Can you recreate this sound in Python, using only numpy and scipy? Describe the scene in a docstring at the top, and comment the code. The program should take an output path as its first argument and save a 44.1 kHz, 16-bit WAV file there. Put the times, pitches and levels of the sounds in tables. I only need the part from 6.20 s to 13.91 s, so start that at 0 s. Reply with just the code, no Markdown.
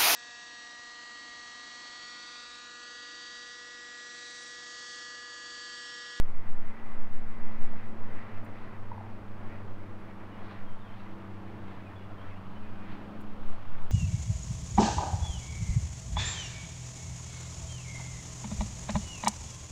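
"""A light aircraft with a geared piston engine comes in to land, some way off across an airfield.
The periodic pulses of propeller and exhaust drone at close pitches and beat; the gears whine faintly.
Turbulence off the blades adds a broadband rush, which swells as moving air carries it over.
Wind buffets the microphone, something pops softly close by, a distant bird sings a phrase,
and two tiny zips sound over a steady hiss."""
import sys
import numpy as np
from scipy import signal
from scipy.fft import rfft, irfft, next_fast_len
from scipy.io import wavfile
from scipy.ndimage import map_coordinates

SR = 44100
rng = np.random.default_rng(int(sys.argv[2]) if len(sys.argv) > 2 else 0)


def wav_record(signal):
    """Record a signal, one row per channel, as 16-bit PCM in the file named by sys.argv[1]."""
    frames = np.transpose(np.atleast_2d(signal))
    bounded = np.clip(frames, -1, 1)
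    # unit amplitude maps onto the largest positive 16-bit level
    quanta = np.round(bounded * 32767).astype(np.int16)
    wavfile.write(sys.argv[1], SR, quanta)


N = 340011
FIRINGS_PER_BLADE = 1.124  # set by the gearbox

# The propeller's fundamental. Each row: time in seconds, relative level in dB.
BLADE_FUNDAMENTAL = [(0.1, -52), (0.48, -52), (0.54, -63), (0.7, -55), (0.75, -70), (0.81, -55),
                     (2.27, -46.5), (2.44, -52.5), (2.82, -44.5), (2.96, -49), (3.73, -49), (3.94, -52.5),
                     (6.18, -47.5), (6.95, -54), (7.6, -51.5)]
# The third firing harmonic. Each row: time in seconds, relative level in dB.
THIRD_HARMONIC = [(.2, -67), (1.8, -74), (3.0, -62), (4.35, -58), (4.65, -69), (4.95, -57.5), (5.3, -55.5),
                  (5.75, -64), (6.3, -68), (6.65, -55.5), (7.1, -58.5), (7.6, -68)]
# Swells borne by moving air. Each row: time and half length in seconds, lift in dB, swish level in dB.
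AIR_SWELLS = [(.63, .19, 3.3, -90), (1.3, 0.15, 5, -77), (1.57, 0.14, 3.8, -76), (2.0, .18, 6.6, -84),
              (2.42, 0.14, 3.5, -71), (3.31, .11, 4, -82), (4.03, .11, 1.5, -82), (4.3, 0.13, 6.5, -63),
              (4.787, 0.18, 2.5, -69), (5.53, .1, 4, -69), (6.051, 0.069, 3.5, -78),
              (6.712, 0.052, 4.5, -63.5), (6.741, .19, 3.5, -78), (7.32, .15, 0.5, -73)]


def propeller(blade_phase):
    """Each passing blade sends a pressure pulse; a periodic pulse train is a harmonic series."""
    # Each row: time in seconds, relative level of the second harmonic in dB.
    octave = [(0.1, -63.5), (1.44, -60.5), (1.52, -55), (1.75, -63), (2.84, -54), (5.72, -51),
              (6.09, -57.5), (6.28, -48.5), (6.41, -61.5), (6.57, -48.5), (7.39, -62.5), (7.6, -56)]
    # Each row: multiple of the blade rate, relative level in dB.
    weak_orders = [(2 / 3, -62), (3 / 2, -67), (4, -70), (5, -73.5), (6, -74)]
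    third_db = curve(THIRD_HARMONIC) - 4.5 + 2.2 * wobble(3)  # swells with the exhaust's third
    levels = [curve(BLADE_FUNDAMENTAL), curve(octave), third_db]
    strong = sum(tone(k * blade_phase, db, flutter=.19, flutter_rate=11) for k, db in enumerate(levels, 1))
    weak = sum(tone(k * blade_phase, db, flutter=.75, flutter_rate=6) for k, db in weak_orders)
    return amp(.16) * strong + amp(-5.7 + .5 * clock()) * weak  # weak orders grow on approach


def exhaust(firing_phase):
    """Four cylinders fire in turn, giving harmonics; their slight inequality adds lines in between."""
    # Each row: time in seconds, relative level of the second harmonic in dB.
    octave = [(0.1, -57), (1.52, -49), (2.75, -56.5), (2.88, -54), (5.85, -57.5), (6.93, -47), (7.6, -58)]
    # Each row: multiple of the firing rate, relative level in dB.
    weak_orders = [(5 / 2, -67), (11 / 4, -68.5), (4, -70), (6.5, -80), (6, -72.5)]
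    fundamental_db = curve(BLADE_FUNDAMENTAL) - 14 + 1.23 * clock()  # gains on the propeller's
    levels = [fundamental_db, curve(octave), curve(THIRD_HARMONIC)]
    strong = sum(tone(k * firing_phase, db, flutter=.19, flutter_rate=11)
                 for k, db in enumerate(levels, 1))
    weak = sum(tone(k * firing_phase, db, flutter=.48, flutter_rate=6) for k, db in weak_orders)
    return amp(-.5) * strong + amp(-4 + .5 * clock()) * weak


def buzz(blade_phase, firing_phase):
    """Scattering fades the faint upper harmonics of blades and firings in and out."""
    phases = [k * blade_phase for k in range(7, 15)] + [k * firing_phase for k in range(7, 13)]
    return sum(tone(phase, db=-80, flutter=1.1, flutter_rate=4) for phase in phases)


def gear_whine(blade_phase):
    """The gears radiate two thin lines locked to the shaft, fading as the nose turns away."""
    orders = (19.64, 20.63)  # multiples of the blade rate
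    db = carried(-71, db_per_s=-2.5, share=1.7)
    return sum(tone(k * blade_phase, db, flutter=.43, flutter_rate=25) for k in orders)


def blade_rush(blade_phase):
    """Turbulence off three blades radiates noise; rotation modulates all but its low roar."""
    # Five noise spectra. Each row: frequency in Hz, relative spectral density in dB.
    roar_band = [(35, -21), (60, -1), (130, -0.5), (260, -0.5), (400, -2), (600, -4), (850, -11.5),
                 (1400, -24), (3000, -73)]
    body_band = [(300, -36), (600, -3.5), (850, 0.5), (1050, 1), (1300, -1.5), (1600, -6), (2300, -34),
                 (5000, -53)]
    rasp_band = [(800, -39), (1400, -5), (1750, 2), (2100, 0), (2500, -4), (3000, -13), (4000, -21.5),
                 (5000, -26.5), (6500, -41), (10000, -47)]
    hiss_band = [(1500, -33), (2400, -2), (2800, 1), (3300, -1.5), (3900, -7.5), (5000, -16), (6500, -23.5),
                 (10000, -33.5)]
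    swish_band = [(1000, -26), (2000, -3.5), (3000, -2), (4200, -5), (5500, -21), (9000, -42)]
    # Each row: time in seconds, relative level of the roar in dB.
    roar_levels = [(0.1, -59), (1.67, -56.5), (1.69, -54), (3.15, -57), (3.25, -52.5), (3.55, -57),
                   (4.32, -54.5), (4.61, -61), (5.18, -55.5), (6.51, -57), (6.78, -53.5), (7.6, -59)]
    roar = amp(curve(roar_levels) + 3.5 + .88 * wobble(14)) * noise(roar_band)
    body = amp(carried(-56.5, db_per_s=.21, share=.49) + .88 * wobble(22)) * noise(body_band)
    rasp = amp(carried(-62, db_per_s=-.19, share=1.01) + 1.5 * wobble(22)) * noise(rasp_band)
    hiss = amp(carried(-75.5, db_per_s=1.18, share=.24) + .34 * wobble(17)) * noise(hiss_band)
    swish_envelope = sum(amp(db) * bell(s, .6 * half) for s, half, _, db in AIR_SWELLS)
    swish = swish_envelope * amp(1.9 * wobble(46)) * noise(swish_band)
    shaft_angle = 2 * np.pi * blade_phase / 3
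    chop_db = .64 * np.cos(shaft_angle) + .57 * np.cos(2 * shaft_angle) + .37 * np.cos(3 * shaft_angle)
    return roar + amp(chop_db) * (body + rasp + hiss + swish)


def wind():
    """Gusts make the pressure on the microphone fluctuate: slow swells, low buffeting, a few puffs."""
    # Each row: time in seconds, level of the slow pressure in dB.
    gusts = [(.2, -18.5), (1.45, -20), (1.8, -25.5), (2.5, -30), (2.8, -41), (3.3, -25), (3.95, -40),
             (4.5, -34), (5.5, -41), (6.05, -35), (7.0, -30), (7.5, -25)]
    # Each row: time and half length in seconds, peak level in dB.
    firm_puffs = [(1.052, 0.09, -45), (3.12, .16, -52), (3.55, .15, -54), (7.25, 0.089, -45),
                  (7.629, 0.098, -49)]
    # Two noise spectra. Each row: frequency in Hz, relative spectral density in dB.
    pressure_band = [(1, -12.5), (3, 8.5), (6, 5), (10, -7.5), (20, -38), (40, -50), (80, -100)]
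    buffet_band = [(10, -3.5), (19, 1), (28, -5), (45, -8.5), (70, -21.5), (150, -30.5), (400, -78)]
    pressure_db, breeze_db = curve(gusts), -59.5
    puffs = sum(amp(db) * bell(s, half) for s, half, db in firm_puffs)
    buffet = np.hypot(amp(pressure_db - 32), amp(breeze_db)) * amp(1.3 * wobble(9))
    return amp(pressure_db) * noise(pressure_band) + (buffet + puffs) * noise(buffet_band)


def pops():
    """Wave packets of a few cycles are heard as hollow pops, each with a faint echo."""
    # Each row: time in seconds, pitch in Hz, half length in seconds, peak level in dB.
    packets = [(2.719, 939, 0.003, -32), (2.781, 905, .0022, -35.5), (2.805, 820, 0.0042, -43.5),
               (2.811, 755, 0.002, -36), (2.858, 800, 0.0033, -46)]
    direct = sum(amp(db) * bell(s, half) * np.cos(2 * np.pi * hz * (clock() - s))
                 for s, hz, half, db in packets)
    return direct + amp(-7) * echo(direct, decay_s=.14)


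def bird():
    """A far songbird whistles uneven, frequency-modulated tones, which the trees reflect."""
    # Each row: start and length in seconds, first, middle and last pitch in Hz, relative level in dB.
    notes = [(3.83, 0.041, 3400, 3356, 3200, -79), (4.11, .07, 3020, 2890, 2780, -71),
             (4.18, .04, 3250, 3300, 3230, -75), (4.46, 0.057, 3300, 3173, 3036, -73),
             (4.59, 0.14, 3900, 3270, 3050, -72), (5.65, 0.037, 2560, 2500, 2400, -68),
             (5.75, 0.052, 3300, 3432, 3300, -72), (5.8, .05, 3100, 2850, 2796, -68.5),
             (5.97, .08, 3090, 3170, 3380, -74), (6.1, 0.089, 2560, 2650, 2970, -69),
             (6.35, 0.053, 2980, 3020, 3097, -71), (6.41, 0.067, 2850, 2475, 2644, -71),
             (6.58, 0.078, 2480, 2455, 2468, -68)]
    song = np.zeros(N)
    for s, length, start_hz, middle_hz, end_hz, db in notes:
        progress = np.linspace(0, 1, int(length * SR))
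        glide = np.polyfit([0, .5, 1], [start_hz, middle_hz, end_hz], 2)
        hz = np.polyval(glide, progress)
        envelope = amp(db) * np.sqrt(2 * np.abs(np.sin(np.pi * progress)))
        song[int(s * SR):][:len(hz)] += envelope * np.sin(2 * np.pi * np.cumsum(hz) / SR)
    song *= amp(3.3 * wobble(90))
    return amp(3) * song + amp(-1) * echo(song, decay_s=.07)


def zips():
    """Two short bursts of high, phase-modulated harmonics are heard as tiny buzzing ticks."""
    # Each row: time and half length in seconds, level in dB.
    bursts = [(2.251, 0.0095, -70), (7.013, 0.0099, -68.5)]
    spacing_hz, waver_cycles = 1190, .13
    comb = sum(np.sin(2 * np.pi * (k * spacing_hz * clock() + rng.random() + waver_cycles * wobble(400)))
               for k in range(6, 14))
    return sum(amp(db) * bell(s, half) for s, half, db in bursts) * comb / np.std(comb)


def noise_floor():
    """Still air and the microphone's self-noise give a stationary hiss."""
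    # Each row: frequency in Hz, relative spectral density in dB.
    floor_band = [(100, 5.5), (3000, 4), (4300, 7.5), (4470, 11.5), (4650, 7.5), (5700, 5.5), (6500, 2.5),
                  (9000, -1), (15000, -4.5)]
    return amp(-75) * noise(floor_band)


def tone(cycles, db, flutter, flutter_rate):
    """Multipath fading in moving air: a steady path interferes with a scattered one of drifting phase."""
    slow = wobble(flutter_rate) + 1j * wobble(flutter_rate)
    quick = wobble(3 * flutter_rate) + 1j * wobble(3 * flutter_rate)
    path = 1 + flutter * (slow + .43 * quick)
    return np.sqrt(2) * amp(db) * np.real(path * np.exp(2j * np.pi * (cycles + rng.random())))


def carried(start_db, db_per_s, share):
    """Propagation sets a layer's level in dB: a trend along the approach plus a share of the swells."""
    lift_db = sum(db * bell(s, half) for s, half, db, _ in AIR_SWELLS)
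    return start_db + db_per_s * clock() + share * lift_db


def echo(x, decay_s):
    """Scattering by trees: convolution with a unit-energy noise tail that falls to 1/e in decay_s."""
    t = np.arange(SR // 2) / SR
    tail = rng.standard_normal(len(t)) * np.exp(-t / decay_s)
    return signal.fftconvolve(x, tail / np.linalg.norm(tail))[:N]


def noise(spectrum):
    """Noise of rms 1, coloured by (Hz, dB) points on a logarithmic frequency axis."""
    size = next_fast_len(N + SR // 2)
    hz, db = np.transpose(spectrum)
    bin_hz = np.fft.rfftfreq(size, 1 / SR)
    gain = amp(np.interp(np.log(bin_hz + 1e-6), np.log(hz), db))
    x = irfft(rfft(rng.standard_normal(size)) * gain, size)[:N]
    return x / np.std(x)


def wobble(rate):
    """A smooth random curve through rate knots a second."""
    knots = rng.standard_normal(2048)
    return map_coordinates(knots, [clock() * rate], mode="wrap")


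def bell(s, half):
    """A Gaussian envelope: 1 at time s, 1/e at half seconds to either side."""
    return np.exp(-((clock() - s) / half) ** 2)


def curve(rows):
    """Linear interpolation of (seconds, value) rows at each sample."""
    return np.interp(clock(), *np.transpose(rows))


def amp(db):
    """Decibels to amplitude gain."""
    return 10 ** (np.asarray(db) / 20)


def clock():
    """The time of each sample in seconds."""
    return np.arange(N) / SR


def scene():
    """One shaft speed drives all the aircraft's sources; the background adds by superposition."""
    # Each row: time in seconds, blade-passing rate as heard in Hz.
    blade_rate = [(0.0, 100.2), (0.6, 99.72), (1.2, 99.26), (1.8, 98.13), (2.4, 99.84), (3.0, 98.53),
                  (3.5, 97.63), (4.0, 97.1), (4.5, 97.8), (5.0, 97.7), (5.5, 96.56), (6.0, 94.5),
                  (6.5, 93.7), (7.0, 93.36), (7.71, 93.77)]
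    blade_phase = np.cumsum(curve(blade_rate)) / SR  # in cycles
    firing_phase = FIRINGS_PER_BLADE * blade_phase
    drone = propeller(blade_phase) + exhaust(firing_phase) + buzz(blade_phase, firing_phase)
    aircraft = drone + gear_whine(blade_phase) + blade_rush(blade_phase)
    return (aircraft + wind() + pops() + bird() + zips() + noise_floor())[None]


def record(dry):
    """Band limiting: a steep elliptic low-pass removes the highest treble."""
    cutoff_hz = 15720
    low_pass = signal.ellip(12, .05, 90, cutoff_hz, fs=SR, output="sos")
    return signal.sosfilt(low_pass, dry)


dry = scene()
out = record(dry)
wav_record(out)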